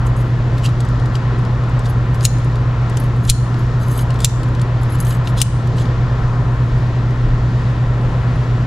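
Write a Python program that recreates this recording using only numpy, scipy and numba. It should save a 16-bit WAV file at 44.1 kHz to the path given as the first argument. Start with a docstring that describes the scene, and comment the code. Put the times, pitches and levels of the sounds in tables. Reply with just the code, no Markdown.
"""Wire-twisting pliers are pulled, spin and snap back an arm's length from a small stereo camera in a workshop.
Steel parts tick and ring as decaying modes; the spiral rod rattles in its guide as tiny knocks excite its modes.
The workshop answers with a dense echo; behind it are fan noise, motor tones and a few deep soft thuds.
The camera turns everything above the bass down for a moment when it gets loud, as after each snap."""
import sys
import numpy as np
from scipy import signal
from scipy.fft import rfft, irfft, next_fast_len
from scipy.io import wavfile
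from scipy.ndimage import uniform_filter1d
from numba import njit

SR = 44100
rng = np.random.default_rng(int(sys.argv[2]) if len(sys.argv) > 2 else 0)


def to_wav(s):
    """Save 16-bit WAV."""
    ch = np.atleast_2d(s).T  # columns
    pcm = np.round(np.clip(ch, -1, 1) * 32767)  # PCM
    wavfile.write(sys.argv[1], SR, pcm.astype(np.int16))


N = 381906

# modes of the hand-held pliers in three groups: (frequency [Hz], relative level [dB], t60 [s])
LOW_RING = [(2100, -8, .018), (2500, -6, .013), (2980, -1, .016), (3440, 0, .016), (3880, 0, .016),
            (4500, -1, .015), (4890, -5, .015)]
MIDDLE_RING = [(5510, -7, .014), (6050, -5, .014), (6610, -3, .015), (6960, -1, .015), (7530, 0, .018),
               (8120, -4, .014), (8860, -4, .014)]
HIGH_RING = [(9500, -3, .012), (9930, -1, .014), (10500, -2, .014), (11100, 0, .012), (12200, -7, .012),
             (12900, -9, .012), (13600, -14, .012)]
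# modes of the spiral rod, free to ring, one list for each group: (frequency [Hz], relative level [dB], t60 [s])
ROD_RINGS = [
    [(3010, 0, .02), (3500, -3, .015), (4030, -3, .02), (4750, -3, .022)],
    [(6340, -4, .025), (6620, 0, .035), (7100, -6, .02), (7490, -4, .025), (7730, -5, .025),
     (8120, 0, .035)],
    [(10000, -9, .025), (10500, -8, .025), (11150, 0, .04), (11600, -11, .02), (12000, -11, .02),
     (12900, -7, .035), (13300, -14, .02), (15600, -27, .03)],
]
# borders of the low, middle and high group, then the upper limit of the spinning rod: frequency [Hz]
RING_EDGES_HZ = (2300, 5300, 9300, 13500, 15700)

# sprung rod snaps home and bounces once: (time [s], middle ring level [dB],
# low, middle and high pitch that stand out [Hz], bounce delay [s], bounce middle ring level [dB])
SNAPS = [(2.2516, -5, 4210, 6730, 10450, 0.0063, -24), (3.2981, -2, 4360, 7020, 9280, 0.0045, -18.5),
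         (4.2456, -3.5, 3620, 7340, 9900, .0076, -20), (5.4158, -5, 3030, 8670, 9750, 0.0078, -24)]
# pitches that stand out in every bounce: frequency [Hz]
BOUNCE_HZ = (3950, 7440)
# a part knocks against the hand-held pliers:
# (time [s], middle ring level [dB], low over middle ring [dB], pitch that stands out [Hz])
KNOCKS = [(.5806, -43, 8, 3680), (.6215, -51, 5, 3380), (0.636, -44.5, 6.5, 3600), (0.644, -35, 4.5, 2650),
          (0.648, -33, -6.5, 8010), (.66, -30.5, 6.5, 2800), (.6888, -41, 2.5, 2880),
          (.8038, -33.5, 1.5, 7800), (.85, -44, -7, 7860), (.8874, -43, 0, 8010), (.9976, -49, 9, 2280),
          (1.058, -44.5, 5, 7200), (1.1532, -41, 13.5, 3100), (1.3877, -46, -7, 7900),
          (1.45, -48.5, 11, 2520), (1.6377, -53, 8, 2330), (1.694, -49, -4, 7600), (1.792, -39, -3, 8100),
          (1.856, -43.5, 10.5, 3640), (2.145, -42, 2.5, 5730), (2.208, -40, 8, 4850),
          (2.237, -32.5, -5, 4840), (2.2456, -23, -10.5, 7860), (2.3835, -43, -1, 7350),
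          (2.4453, -42, -10, 6640), (2.556, -46, 9, 3530), (2.8973, -39, -4, 7580), (2.97, -28, -0.5, 7160),
          (3.25, -36, 1, 6590), (3.276, -33, -13, 7140), (3.282, -40, 6, 3100), (3.293, -26, 5, 3360),
          (3.313, -29.5, 1.5, 7320), (3.5425, -52.5, 13, 2930), (3.99, -33.5, 1.5, 3140),
          (4.104, -41.5, 10, 2900), (4.1415, -45, 3, 3270), (4.157, -49, 15, 3530),
          (4.1894, -44.5, 6, 3250), (4.2038, -29.5, -1, 7670), (4.218, -39, 1, 2930), (4.432, -42, 6, 2990),
          (4.4862, -48, -2, 3190), (4.549, -44.5, 9, 2970), (4.5954, -47.5, 12, 3540),
          (4.615, -34, 1, 6910), (5.0489, -37, -10, 7840), (5.0676, -35, 0, 3160),
          (5.107, -34.5, 4.5, 3950), (5.273, -36, 11.5, 3540), (5.29, -45, -5.5, 5680),
          (5.3787, -32.5, -10, 6720), (5.6727, -44, 2, 3600), (5.7833, -51, 19, 3060),
          (5.82, -43, -9, 6960), (5.855, -54, 17, 4300), (6.784, -51, 0, 7020), (7.107, -49, -1, 6310),
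          (7.38, -58, 9.5, 2710)]
# the free rod is tapped in its guide: (time [s], high ring level [dB], middle over high ring [dB])
TAPS = [(.0677, -51, 14), (.164, -50, 10), (1.89, -47, -2), (1.8976, -36, -12), (2.999, -30, -18),
        (3.039, -42, -3), (3.1617, -52, 0), (3.5912, -46, -3), (3.8003, -50, -7), (3.883, -36, -7),
        (3.9759, -29.5, -9), (4.008, -33, -18), (4.8145, -52, -10), (4.8316, -40.5, 0.5), (4.9053, -48, 4),
        (4.9473, -41, -12), (5.002, -26, -4), (5.094, -38, -8), (5.125, -40, 0), (5.2495, -50, -6),
        (8.356, -54, -17)]
# the rod is drawn out and the pliers spin, gathering speed or coasting:
# (time [s], length [s], first level [dB], last level [dB]), before the balance of the rings
SPINS = [(.066, .03, -46, -62), (.17, 0.14, -44, -65), (1.89, .05, -48, -60), (2.14, .04, -47, -64),
         (2.985, 0.082, -50, -53), (3.162, .015, -58, -64), (3.245, .025, -43, -51),
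         (3.59, 0.054, -54, -64), (3.805, 0.16, -52, -39), (3.982, 0.042, -36, -40), (4.822, .03, -50, -62),
         (4.89, 0.068, -55, -46), (5.005, 0.022, -37, -45), (5.05, 0.1, -44, -38.5)]
# the rod slides in its guide and hands shift their grip: columns as in SPINS
SLIDES = [(.58, .025, -44, -55), (.63, 0.028, -45, -26.5), (1.14, 0.015, -47, -39),
          (1.848, 0.014, -50, -37), (2.2, .048, -49, -31), (3.272, 0.037, -37, -32), (4.19, 0.06, -40, -34),
          (5.24, .03, -54, -50), (5.283, .02, -44, -49), (5.376, .036, -36, -28.5),
          (5.77, 0.033, -49, -42.5), (5.815, 0.067, -46, -58)]

# the camera's two ports hear the pliers unlike: (frequency [Hz], left minus right [dB])
PLIERS_LEFT = [(2000, -5.5), (4400, -1.3), (8000, -2.5), (15000, 2.5)]
# (frequency [Hz], phase by which left lags [rad])
PLIERS_LAG = [(1500, .6), (2600, .1), (4700, .3), (5100, .8), (5800, .1), (8300, .8), (9000, .2),
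              (11300, .2), (11800, -1.6), (12500, -1.0), (13300, -.3)]
# workshop echo, its narrow bands ringing on in the cast housing:
# (low edge [Hz], high edge [Hz], level [dB], t60 [s])
SHOP_ECHO = [(1500, 8500, -14, 0.42), (5410, 5900, -21.5, .5), (9000, 14000, -25.5, .3),
             (6600, 6700, -17.5, .5), (9500, 10500, -25, .3)]

# spectrum of the rushing air: (frequency [Hz], relative density [dB per Hz])
AIR_SPECTRUM = [(20, -6), (36, -2), (66, -3.5), (97, -3.5), (142, -6), (185, -9), (270, -14.5), (480, -18),
                (800, -22.5), (1400, -25), (2300, -33.5), (4000, -39.5), (7400, -50), (8600, -59.5),
                (12500, -63.5), (14500, -93.5)]
# resonances of the duct: (frequency [Hz], width [Hz], boost [dB])
DUCT = [(1035, 135, 5.5), (1334, 90, 4), (1844, 210, 5)]
# likeness of the air in the two channels: (frequency [Hz], correlation [0-1])
AIR_ALIKE = [(25, .93), (60, .96), (130, .97), (290, .98), (640, .9), (1410, .82), (2400, .6), (3500, .72),
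             (7000, .5), (10000, .75), (15000, .4)]
# balance of the air: (frequency [Hz], left minus right [dB])
AIR_LEFT = [(25, -1), (100, 0), (300, .4), (700, 2), (1290, 4), (2380, 1.5), (8120, 2), (15000, 3)]
# phase of the air: (frequency [Hz], phase by which left lags [rad])
AIR_LAG = [(300, 0), (900, .3), (1400, .7), (2000, 1.05), (2700, .45), (4500, .1), (6000, 0)]
# mains hum, a compressor, a fan and their sum tones: frequency [Hz] in one list, rms level [dB] in the other
HUM_HZ = [48.38, 55.14, 103.15, 110.31, 119.98, 128.41, 133.98, 148.3, 153.95, 161.98, 220.84, 239.98,
          253.95, 307.88, 331.15, 359.96, 479.97, 699.11]
HUM_DB = [-40, -26, -35, -38, -16, -26, -32, -43, -33, -43, -48, -48, -40, -45, -51, -47, -52, -51]
# deep soft thuds: (time [s], peak level [dB], frequency [Hz], length [s])
THUDS = [(3.27, -8, 30.3, 0.059), (6.189, -17, 30, 0.19), (6.67, -18, 32, 0.13), (7.203, -13, 34, 0.18),
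         (8.018, -19, 34, 0.1)]


def undb(db):
    """Decibels to gain."""
    return 10 ** (np.asarray(db) / 20)


def unit(x):
    """Scale to rms 1."""
    return x / np.sqrt(np.mean(x ** 2))


def on_log(table, hz):
    """Read (Hz, value) rows on a log-frequency axis."""
    return np.interp(np.log(hz), np.log(np.array(table)[:, 0]), np.array(table)[:, 1])


def band(x, lo_hz, hi_hz, order=2):
    """Band-pass."""
    return signal.sosfilt(signal.butter(order, [lo_hz, hi_hz], "band", fs=SR, output="sos"), x)


def add(out, s, sound):
    """Mix a stereo sound in from time s."""
    i = int(s * SR)
    out[:, i:i + sound.shape[1]] += sound[:, :N - i]


def walk(rate):
    """Random levels held 1 / rate s and slewed twice; spread 1."""
    k = int(SR / rate)
    return unit(uniform_filter1d(uniform_filter1d(np.repeat(rng.standard_normal(N // k + 1), k), k), k)[:N])


@njit
def follow(x, attack, release):
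    """Envelope that rises fast and falls slowly."""
    e, out = 0., np.empty(len(x))
    for i in range(len(x)):
        e += (x[i] - e) * (attack if x[i] > e else release)
        out[i] = e
    return out


def pliers_blows(scatter_db=5.0, detune=0.02, crack_db=-2.3, crack_s=0.0059, rise_s=0.00042, stray_db=3.5):
    """Blows ring the hand-damped pliers under a crack of chattering contacts; taps ring the free rod's modes."""
    struck_db, struck_t60 = 8.0, .016  # the pitches that stand out
    dull_hz = 12800.0
    out = np.zeros((2, N))
    t = np.arange(int(SR / 12)) / SR
    for s, ring_db, pan_db, pitches, on_rod in snaps_knocks_and_taps():
        sound = 0
        for k, body in enumerate((LOW_RING, MIDDLE_RING, HIGH_RING)):
            lo_hz, hi_hz = RING_EDGES_HZ[k:k + 2]
            if on_rod:
                blow = struck_modes(ROD_RINGS[k], t, scatter_db, detune / 4)
            else:
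                crack = unit(band(rng.standard_normal(len(t)), lo_hz, hi_hz, order=3)) * np.exp(-t / crack_s)
                # grip and place of the blow decide which pitch stands out
                struck = [(hz, struck_db, struck_t60) for hz in pitches if lo_hz <= hz < hi_hz]
                blow = struck_modes(body + struck, t, scatter_db, detune) + undb(crack_db) * crack
            sound = sound + undb(ring_db[k]) * blow
        pan_db = pan_db + stray_db * rng.standard_normal()
        left_right = undb(np.array([[pan_db], [-pan_db]]) / 2)
        add(out, s, sound * (1 - np.exp(-t / rise_s)) * left_right)
    # the blows carry little of the very top
    return signal.sosfilt(signal.butter(3, dull_hz, fs=SR, output="sos"), out)


def snaps_knocks_and_taps():
    """Every blow: (s, low, middle and high ring dB, left minus right dB, pitches that stand out, on free rod)."""
    rows = []
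    for s, db, *pitches, after_s, bounce_db in SNAPS:
        rows.append((s, (db - 3.5, db, db - 6), 6.5, pitches, False))
        bounce_rings = (bounce_db + 1, bounce_db, bounce_db - 13)
        rows.append((s + after_s, bounce_rings, -6.5, BOUNCE_HZ, False))
    for s, db, low_db, hz in KNOCKS:
        rows.append((s, (db + low_db, db, db - 6.5), 3, [hz], False))
    for s, db, middle_db in TAPS:
        rows.append((s, (db - 8.5, db + middle_db, db), 5.5, [], True))
    return rows


def struck_modes(modes, t, scatter_db, detune):
    """One blow sets decaying sines going, rms 1 over its first 150 samples; strengths and pitches vary."""
    hz, db, t60 = np.transpose(modes)[:, :, None]
    strength, shift = rng.standard_normal((2, len(modes), 1))
    level = undb(db + scatter_db * strength - 60 * t / t60)
    sound = np.sum(level * np.sin(2 * np.pi * hz * (1 + detune * shift) * t), axis=0)
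    return sound / np.sqrt(np.mean(sound[:150] ** 2))


def rattle(strokes, ring_db, groups, top_hz, grip, rate, spread_db, wander_db, grit_db, left_db):
    """Tiny uneven knocks keep modes ringing; moving contact favours ever other modes, a firm grip widens them."""
    out = np.zeros((2, N))
    gain = stroke_gain(strokes)
    chance = rng.random((3, N))
    knock_sizes = undb(-spread_db * np.log(chance[1] + 1e-9))
    knocks = (chance[0] < rate / SR) * knock_sizes * np.sign(chance[2] - .5)  # rate is knocks per second
    for k, modes in enumerate(groups):
        ringing = 0
        for hz, db, t60 in modes:
            mode = unit(band(knocks, hz - grip / t60, hz + grip / t60, order=2))
            ringing = ringing + undb(db + wander_db * walk(45.)) * mode
        # the bare knocks are heard as grit between the modes
        grit = unit(band(knocks, *RING_EDGES_HZ[k:k + 2], order=3))
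        sound = unit(ringing) + undb(grit_db) * grit
        sound = band(sound, RING_EDGES_HZ[k], top_hz if k == 2 else RING_EDGES_HZ[k + 1])
        left_right_db = np.array([[left_db[k]], [-left_db[k]]]) / 2
        out += unit(sound) * gain * undb(ring_db[k] + left_right_db)
    return out


def stroke_gain(strokes, attack_s=.02, release_s=.032, uneven_db=2, jerks_per_s=51):
    """Each stroke rises 30 dB, runs from its first level to its last, falls 30 dB; the hand pushes in jerks."""
    t = np.arange(N) / SR
    gain = 0
    for s, length, first_db, last_db in strokes:
        times = [s - attack_s, s, s + length, s + length + release_s]
        levels = [first_db - 30, first_db, last_db, last_db - 30]
        gain = gain + undb(np.interp(t, times, levels, left=-200, right=-200))
    return uniform_filter1d(gain, size=200) * undb(uneven_db * walk(jerks_per_s))


def camera_ports(pliers):
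    """The camera body shifts level and phase of the close sound between its two ports."""
    size = next_fast_len(N)
    hz = np.maximum(np.arange(size // 2 + 1) * SR / size, 1)
    half = undb(on_log(PLIERS_LEFT, hz) / 2) * np.exp(-.5j * on_log(PLIERS_LAG, hz))
    return irfft(rfft(pliers, size) * np.array([half, 1 / half]), size)[:, :N]


def workshop_echo(x, build_s=0.01):
    """Dense noise echoes build up and die away band by band, unrelated left and right."""
    t = np.arange(int(.8 * SR)) / SR
    echo = 0
    for lo_hz, hi_hz, db, t60 in SHOP_ECHO:
        noise = band(rng.standard_normal((2, len(t))), lo_hz, hi_hz)
        tail = noise * undb(-60 * t / t60) * (1 - np.exp(-t / build_s))
        # longer tails are scaled down to carry like energy
        echo = echo + undb(db) * tail * np.sqrt(np.log(1000) * 2 / (t60 * SR))
    return signal.fftconvolve(x[None], echo, axes=1)[:, :N]


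def fan_air(level_db=-21.5, flicker_db=1.0):
    """Fan noise coloured by a duct; each octave flickers a little; alike in the bass, wide on top."""
    size = next_fast_len(N)
    hz = np.maximum(np.arange(size // 2 + 1) * SR / size, 1)
    db = on_log(AIR_SPECTRUM, hz)
    for centre_hz, width_hz, boost_db in DUCT:
        db = db + boost_db / (1 + (2 * (hz - centre_hz) / width_hz) ** 2)
    alike = np.clip(on_log(AIR_ALIKE, hz), 0, 1)
    mid, side = rfft(rng.standard_normal((2, size)))
    sign = np.array([[1], [-1]])  # left, right
    both = np.sqrt(1 + alike) * mid + sign * np.sqrt(1 - alike) * side
    both *= undb(db + sign * on_log(AIR_LEFT, hz) / 2)
    both *= np.exp(-sign * .5j * on_log(AIR_LAG, hz))
    out = 0
    octave = np.log2(hz / 20)
    for k in range(11):
        share = np.clip(1 - abs(octave - k), 0, 1)  # neighbouring octaves crossfade
        out = out + undb(flicker_db * walk(6.0)) * irfft(both * share, size)[:, :N]
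    return unit(out) * undb(level_db)


def motor_hum(waver_db=.3):
    """Sines at the motors' steady pitches, each wavering slightly in level, sum alike in both channels."""
    t = np.arange(N) / SR
    start = rng.random(len(HUM_HZ))
    out = 0
    for hz, db, phase in zip(HUM_HZ, HUM_DB, start):
        level = np.sqrt(2) * undb(db + waver_db * walk(1.8))
        out = out + level * np.sin(2 * np.pi * (hz * t + phase))
    return out


def thuds():
    """Each thud is a short run of deep sound under a smooth swell."""
    out = np.zeros((2, N))
    for s, db, hz, length in THUDS:
        t = np.arange(int(length * SR)) / SR
        thud = undb(db) * np.sin(np.pi * t / length) * np.sin(2 * np.pi * hz * t)
        add(out, s, np.tile(thud, (2, 1)))
    return out


def scene():
    """Pliers close to the camera with the workshop's echo, over air, hum and thuds."""
    # ring_db and left_db list the low, middle and high ring
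    spin = rattle(SPINS, [-3.5, -2.5, -0.5], ROD_RINGS, RING_EDGES_HZ[4], grip=2.3, rate=1700.,
                  spread_db=3.2, wander_db=4.0, grit_db=-9.5, left_db=[1.5, 2.5, 5.0])
    slide = rattle(SLIDES, [-2, -5.5, -12.5], (LOW_RING, MIDDLE_RING, HIGH_RING), RING_EDGES_HZ[3], grip=4.4,
                   rate=2500., spread_db=2.5, wander_db=4.5, grit_db=-2.0, left_db=[.8, 1.2, 1.5])
    pliers = camera_ports(pliers_blows() + spin + slide)
    return pliers + workshop_echo(pliers.mean(axis=0)) + fan_air() + motor_hum() + thuds()


def record(dry, split_hz=200.0, knee_db=-14.0, slope=0.55, attack_s=0.0021, release_s=0.1, top_hz=15700):
    """The camera's gain control acts above the bass only; peaks clip; the top is cut."""
    bass = signal.sosfiltfilt(signal.butter(2, split_hz, fs=SR, output="sos"), dry)
    upper = dry - bass
    # the louder channel steers both
    loud = follow(abs(upper).max(axis=0), 1 / (attack_s * SR), 1 / (release_s * SR))
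    gain = np.minimum(1, (undb(knee_db) / (loud + 1e-9)) ** slope)
    clipped = np.clip(bass + upper * gain, -1, 1)
    top_cut = signal.ellip(8, .2, 60, top_hz, fs=SR, output="sos")
    return np.clip(signal.sosfilt(top_cut, clipped), -1, 1)


dry = scene()
out = record(dry)
to_wav(out)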